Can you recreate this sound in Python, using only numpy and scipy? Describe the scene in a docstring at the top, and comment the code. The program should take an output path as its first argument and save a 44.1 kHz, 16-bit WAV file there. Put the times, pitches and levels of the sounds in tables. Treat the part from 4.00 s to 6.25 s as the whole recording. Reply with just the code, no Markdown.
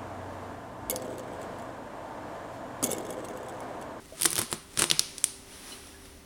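"""A cut watermelon is pressed open on a kitchen counter, close to a single microphone.
The rind tears in two runs of dry cracks with a fine crackle of fibres between them, then gives a few
last snaps; the heavy fruit thuds dully under them. It is then turned round with a soft rub.
The small hard room answers each crack. Behind it an appliance hums faintly and a low drone swells late."""
import sys
import numpy as np
from scipy import signal
from scipy.fft import rfft, irfft, next_fast_len
from scipy.io import wavfile

SR = 44100
rng = np.random.default_rng(int(sys.argv[2]) if len(sys.argv) > 2 else 0)


def digitize_waveform(pressure):
    """Quantize a signal to 16-bit integers and store it at the path in sys.argv[1].

    Rows of a 2-D input are taken as channels; values are limited to [-1, 1].
    """
    field = np.atleast_2d(pressure).T
    bounded = np.clip(field, -1, 1)
    quanta = np.round(bounded * 32767).astype(np.int16)
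    wavfile.write(sys.argv[1], SR, quanta)


N = 99225
T = np.arange(N) / SR

# breaks in the rind, relative to the usual crack: start_s, level_db, low_db, middle_hz, middle_db, top_db
RIND_CRACKS = [(0.1982, -12.5, -4, 4200, -2, -1), (0.2124, 2, -2, 6000, -9, 3),
               (0.2204, 6, -6, 6000, -2.5, 4), (0.2321, 5, -11, 5030, 2.5, 9.5),
               (0.2447, 4, -12, 2000, -11, -7), (0.2509, -0.5, -10, 2000, 2, 8),
               (0.2554, 5.5, 8, 2000, 10, 7), (0.258, 13, -3, 3500, -3, -2),
               (0.2619, 8, -2.5, 2900, -12, -3), (0.3052, -1.5, -2, 2400, -25, 12),
               (0.3166, 0, -8, 6000, -12, 0), (0.3303, 3.5, -2, 4200, -3, 5),
               (0.356, -0.5, -0.5, 3470, 3, 11), (0.365, -9, 10.5, 2940, 18, 11),
               (0.37, -9, -2, 2900, -2, 8), (0.381, 0, 8.5, 3500, 6.5, 10), (0.3899, 5, 9.5, 1980, -3, 6),
               (0.3937, 2.5, 5.5, 2000, -7, 7), (0.4166, 3, 6, 6000, -6, 4),
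               (0.516, -0.5, -10, 5900, -15, -3), (0.5278, 5, 8, 6000, -4.5, -2),
               (0.7744, 1.5, 3.5, 6040, 1, -4), (0.7914, 7.5, -8, 2880, -9, -2),
               (0.7948, 10.5, -4, 6000, -7, -12), (0.821, 11, 5, 4970, -5.5, -3),
               (0.841, 10, 0.5, 6000, -5, -7), (0.901, 1, 2, 5030, 12.5, 0), (0.9136, 8, 5, 2380, 11, 1),
               (0.9943, 9.5, -4, 5900, 7.5, 3.5), (1.182, -3.5, -16, 6000, 3, -5),
               (1.2418, 14, -13.5, 6070, -3, -3)]


def rind_cracks(size=2048):
    """The rind breaks, fibres splinter, counter and hand scatter it; returns (close sound, room feed)."""
    # colour of the usual crack: frequency_hz, gain_db
    rind_colour = [(60, -20), (200, -6), (400, -8.5), (700, -10), (1100, -6.5), (1600, -5.5), (2200, -5),
                   (2900, -3.5), (3700, -1.5), (4600, -5.5), (5600, -0.5), (6800, -4.5), (8100, -0.5),
                   (9400, 4), (10700, -2.5), (12500, -12.5), (14500, -18), (16000, -21)]
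    low_hz, core_hz, top_hz = 1170, 8670, 13000
    room_share = 0.87   # part of each crack's own colour that reaches the room
    close, room_feed = np.zeros(N), np.zeros(N)
    click = -signal.unit_impulse(size)
    for start_s, level_db, low_db, middle_hz, middle_db, top_db in RIND_CRACKS:
        splinters = burst(size, decay_s=0.00088)
        scatter = from_db(-5) * burst(size, decay_s=0.0038)
        snap = click + splinters + scatter
        gain = from_db(level_db - .5)
        tone = [(low_hz, low_db), (middle_hz, middle_db), (core_hz, 0), (top_hz, top_db)]
        add(close, start_s, gain * colour(snap / np.linalg.norm(snap), tone))
        add(room_feed, start_s, gain * colour(click, [(hz, room_share * db) for hz, db in tone]))
    return colour(close, rind_colour), room_feed


def fibre_crackle():
    """Tiny fibres part at random as the tear runs, a few tick alone; returns (close sound, room feed)."""
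    # how hard the flesh is tearing: time_s, level_db
    tearing = [(.15, -40), (.21, -23), (.262, -26), (.295, -31), (.35, -29.5), (.395, -15.5), (.43, -19.5),
               (.47, -43.5), (.535, -19.5), (.6, -53), (.768, -30.5), (.795, -10), (.83, -11.5), (.87, -31),
               (.95, -29), (1.1, -45), (1.21, -34), (1.3, -55)]
    # faint lone ticks of the rind: start_s, level_db
    ticks = [(.058, -26.5), (.465, -21), (.5065, -21), (1.2135, -26), (1.872, -22.5), (2.056, -24)]
    # colour of the crackle at the microphone: frequency_hz, gain_db
    crackle_colour = [(100, -5), (350, 6.5), (700, -1), (1200, 2), (2500, 0), (7000, -0.5), (9600, 3),
                      (12500, -11.5), (16500, -18)]
    fibres_per_s, spread_db = 2500, 2.5
    parting = rng.random(N) < fibres_per_s / SR
    strength = from_db(spread_db * np.minimum(rng.exponential(1, N), 3) - 5.5)
    clicks = parting * strength * rng.choice([-1, 1], N) * level(tearing)
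    for start_s, level_db in ticks:
        add(clicks, start_s, from_db(level_db) * burst(512, decay_s=0.00088))
    return clicks_heard(clicks, crackle_colour)


def fruit_body():
    """The whole fruit rings with each crack, and thuds when its halves shift on the counter."""
    # modes of the fruit: pitch_hz, gain_db, t60_s
    modes = [(119, -51, 0.16), (158.8, -41, 0.23), (240, -47.5, 0.2), (333.4, -35, 0.07), (438, -42, 0.084)]
    # thuds of the halves: start_s, pitch_hz, level_db
    shifts = [(.256, 329, -26.5), (.334, 154, -31.5), (.388, 107, -31.5), (0.424, 237, -31.5),
              (0.532, 220, -33.5), (.776, 136, -30), (.778, 225, -33), (0.791, 273, -28.5),
              (.823, 148, -26), (.918, 146, -32.5), (.995, 132, -42.5), (1.714, 253, -43.5)]
    pushes, thuds = np.zeros(N), np.zeros(N)
    for start_s, level_db, low_db, *_ in RIND_CRACKS:
        add(pushes, start_s, from_db([level_db + low_db - 11.5]))
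    rise_s, t60_s = 0.0042, 0.098
    envelope = (1 - np.exp(-T / rise_s)) * from_db(-60 * T / t60_s)
    for start_s, pitch_hz, level_db in shifts:
        add(thuds, start_s, from_db(level_db) * envelope * np.sin(2 * np.pi * pitch_hz * T))
    return thuds + sum(from_db(db) * ring(pushes, hz, t60) for hz, db, t60 in modes)


def skin_rub():
    """Smooth skin slides on the counter with a soft hiss and now and then catches in a thin squeak."""
    # rubbing as the fruit moves: time_s, level_db
    sliding = [(0, -69), (.18, -53), (.65, -66), (1.1, -52), (1.44, -56), (1.53, -48), (1.62, -48),
               (1.71, -43.5), (1.8, -49.5), (1.9, -50.5), (1.98, -55.5), (2.06, -52.5), (2.25, -60.5)]
    # colour of the hiss: frequency_hz, gain_db
    rub_colour = [(100, -18), (200, -5.5), (270, -1.5), (400, -7.5), (700, -9.5), (1300, -9), (2200, -9.5),
                  (3300, -9.5), (4900, -12), (5800, -8), (6700, -16.5), (8300, -13.5), (10000, -7),
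                  (12500, -22.5), (17000, -23.5)]
    # catches of the skin: start_s, length_s, pitch_hz, level_db
    squeaks = [(0.122, 0.044, 650, -42), (.121, 0.014, 516, -40.5), (1.719, 0.035, 2960, -43),
               (1.72, 0.033, 4150, -43), (1.939, 0.057, 1693, -51.5)]
    waver_depth, waver_hz, rise_s = .025, 150, .003
    smoothing = signal.butter(2, waver_hz, fs=SR, output="sos")
    rub = level(sliding) * noise(rub_colour)
    for start_s, length_s, pitch_hz, level_db in squeaks:
        waver = rms_one(signal.sosfilt(smoothing, rng.standard_normal(N)))
        tone = np.sin(2 * np.pi * np.cumsum(pitch_hz * (1 + waver_depth * waver)) / SR)
        envelope = np.interp(T, [0, rise_s, length_s], [0, 1, 0])
        add(rub, start_s, from_db(level_db) * tone * envelope)
    return rub


def kitchen_reverb(x):
    """Hard walls return a diffuse tail that dies at its own rate in each band."""
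    # the room's answer: frequency_hz, gain_db, t60_s
    room = [(100, -29.5, .4), (348, -13, 0.23), (620, -17.5, 0.39), (1090, -12, 0.47), (1800, -17, 0.6),
            (2600, -12.5, 0.61), (4000, -11.5, 0.53), (5740, -12, 0.8), (7400, -19.5, 0.58),
            (9530, -8, 0.46), (10900, -15.5, 0.48), (12800, -27, 0.3), (16000, -35, 0.22)]
    hz, db, t60 = np.transpose(room)
    edges_hz, build_s = np.geomspace(60, 18000, 15), .002
    t, tail = T[:SR], 0
    for band in zip(edges_hz, edges_hz[1:]):
        band_t60 = np.interp(np.mean(np.log(band)), np.log(hz), t60)
        fade = from_db(-60 * t / band_t60) * (1 - np.exp(-t / build_s))
        bandpass = signal.butter(2, band, "band", fs=SR, output="sos")
        hiss = signal.sosfilt(bandpass, rng.standard_normal(len(t)))
        tail = tail + hiss * fade / np.linalg.norm(fade)
    return signal.fftconvolve(x, colour(tail, list(zip(hz, db))))[:N]


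def room_tone():
    """An appliance hums steadily in the kitchen's air, and a low drone swells near the end."""
    # tones of the appliance: pitch_hz, level_db
    appliance = [(247.6, -65.5), (285.3, -64), (393, -61.5)]
    # colour of the room air: frequency_hz, gain_db
    air_colour = [(15, -23), (25, 1.5), (199, -5.5), (404, -7), (451, -16.5), (517, -7.5), (626, -11.5),
                  (1270, -15), (1720, -21), (2020, -14), (2200, -21), (9850, -28), (17000, -27)]
    drone_hz, drone_gain = 76.2, level([(0, -67), (1.74, -67), (1.83, -57.5), (2.25, -60.5)])
    tones = [(hz, from_db(db)) for hz, db in appliance] + [(drone_hz, drone_gain)]
    hum = sum(gain * np.sqrt(2) * np.sin(2 * np.pi * (hz * T + rng.random())) for hz, gain in tones)
    return hum + from_db(-53.5) * noise(air_colour)


def from_db(db):
    """Decibels to gain."""
    return 10 ** (np.asarray(db) / 20)


def rms_one(x):
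    """Scale to rms 1."""
    return x / np.sqrt(np.mean(x ** 2) + 1e-20)


def level(points):
    """Gain over time from (time_s, level_db) points."""
    return from_db(np.interp(T, *np.transpose(points)))


def add(out, start_s, x):
    """Mix x into out from start_s on."""
    i = int(np.clip(start_s * SR, 0, N - 1))
    out[i:i + len(x)] += x[:N - i]


def colour(x, points):
    """Causal (minimum-phase) filter through (frequency_hz, gain_db) points."""
    size = 2 * next_fast_len(len(x))
    hz, db = np.transpose(points)
    gain = from_db(np.interp(np.log(np.fft.rfftfreq(size, 1 / SR) + 1), np.log(hz), db))
    cepstrum = irfft(np.log(gain))
    cepstrum[1:size // 2] *= 2
    cepstrum[size // 2 + 1:] = 0
    return irfft(rfft(x, size) * np.exp(rfft(cepstrum)))[:len(x)]


def noise(points):
    """Steady noise of a given colour, rms 1."""
    return rms_one(colour(rng.standard_normal(N), points))


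def ring(x, hz, t60_s):
    """A resonance: a unit click starts a dying sine of height 1."""
    decay, step = from_db(-60 / (t60_s * SR)), 2 * np.pi * hz / SR
    return signal.lfilter([0, np.sin(step)], [1, -2 * decay * np.cos(step), decay * decay], x + 1e-18)


def burst(size, decay_s):
    """Dying noise of unit energy."""
    x = rng.standard_normal(size) * np.exp(-T[:size] / decay_s)
    x[:2] = 0
    return x / np.linalg.norm(x)


def clicks_heard(clicks, points):
    """Clicks coloured for the close microphone, and bare for the room."""
    return colour(clicks, points), clicks


def scene():
    """The splitting fruit close up with the kitchen behind it, in mono."""
    cracks, cracks_to_room = rind_cracks()
    crackle, crackle_to_room = fibre_crackle()
    body = fruit_body()
    reverb = kitchen_reverb(cracks_to_room + crackle_to_room + body)
    return (cracks + crackle + body + reverb + skin_rub() + room_tone())[None]


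def record(dry):
    """Peaks above full scale clip, then a steep low-pass cuts the very top."""
    cutoff_hz = 17300
    lowpass = signal.ellip(10, .2, 80, cutoff_hz, fs=SR, output="sos")
    return signal.sosfilt(lowpass, np.clip(dry, -1, 1))


dry = scene()
out = record(dry)
digitize_waveform(out)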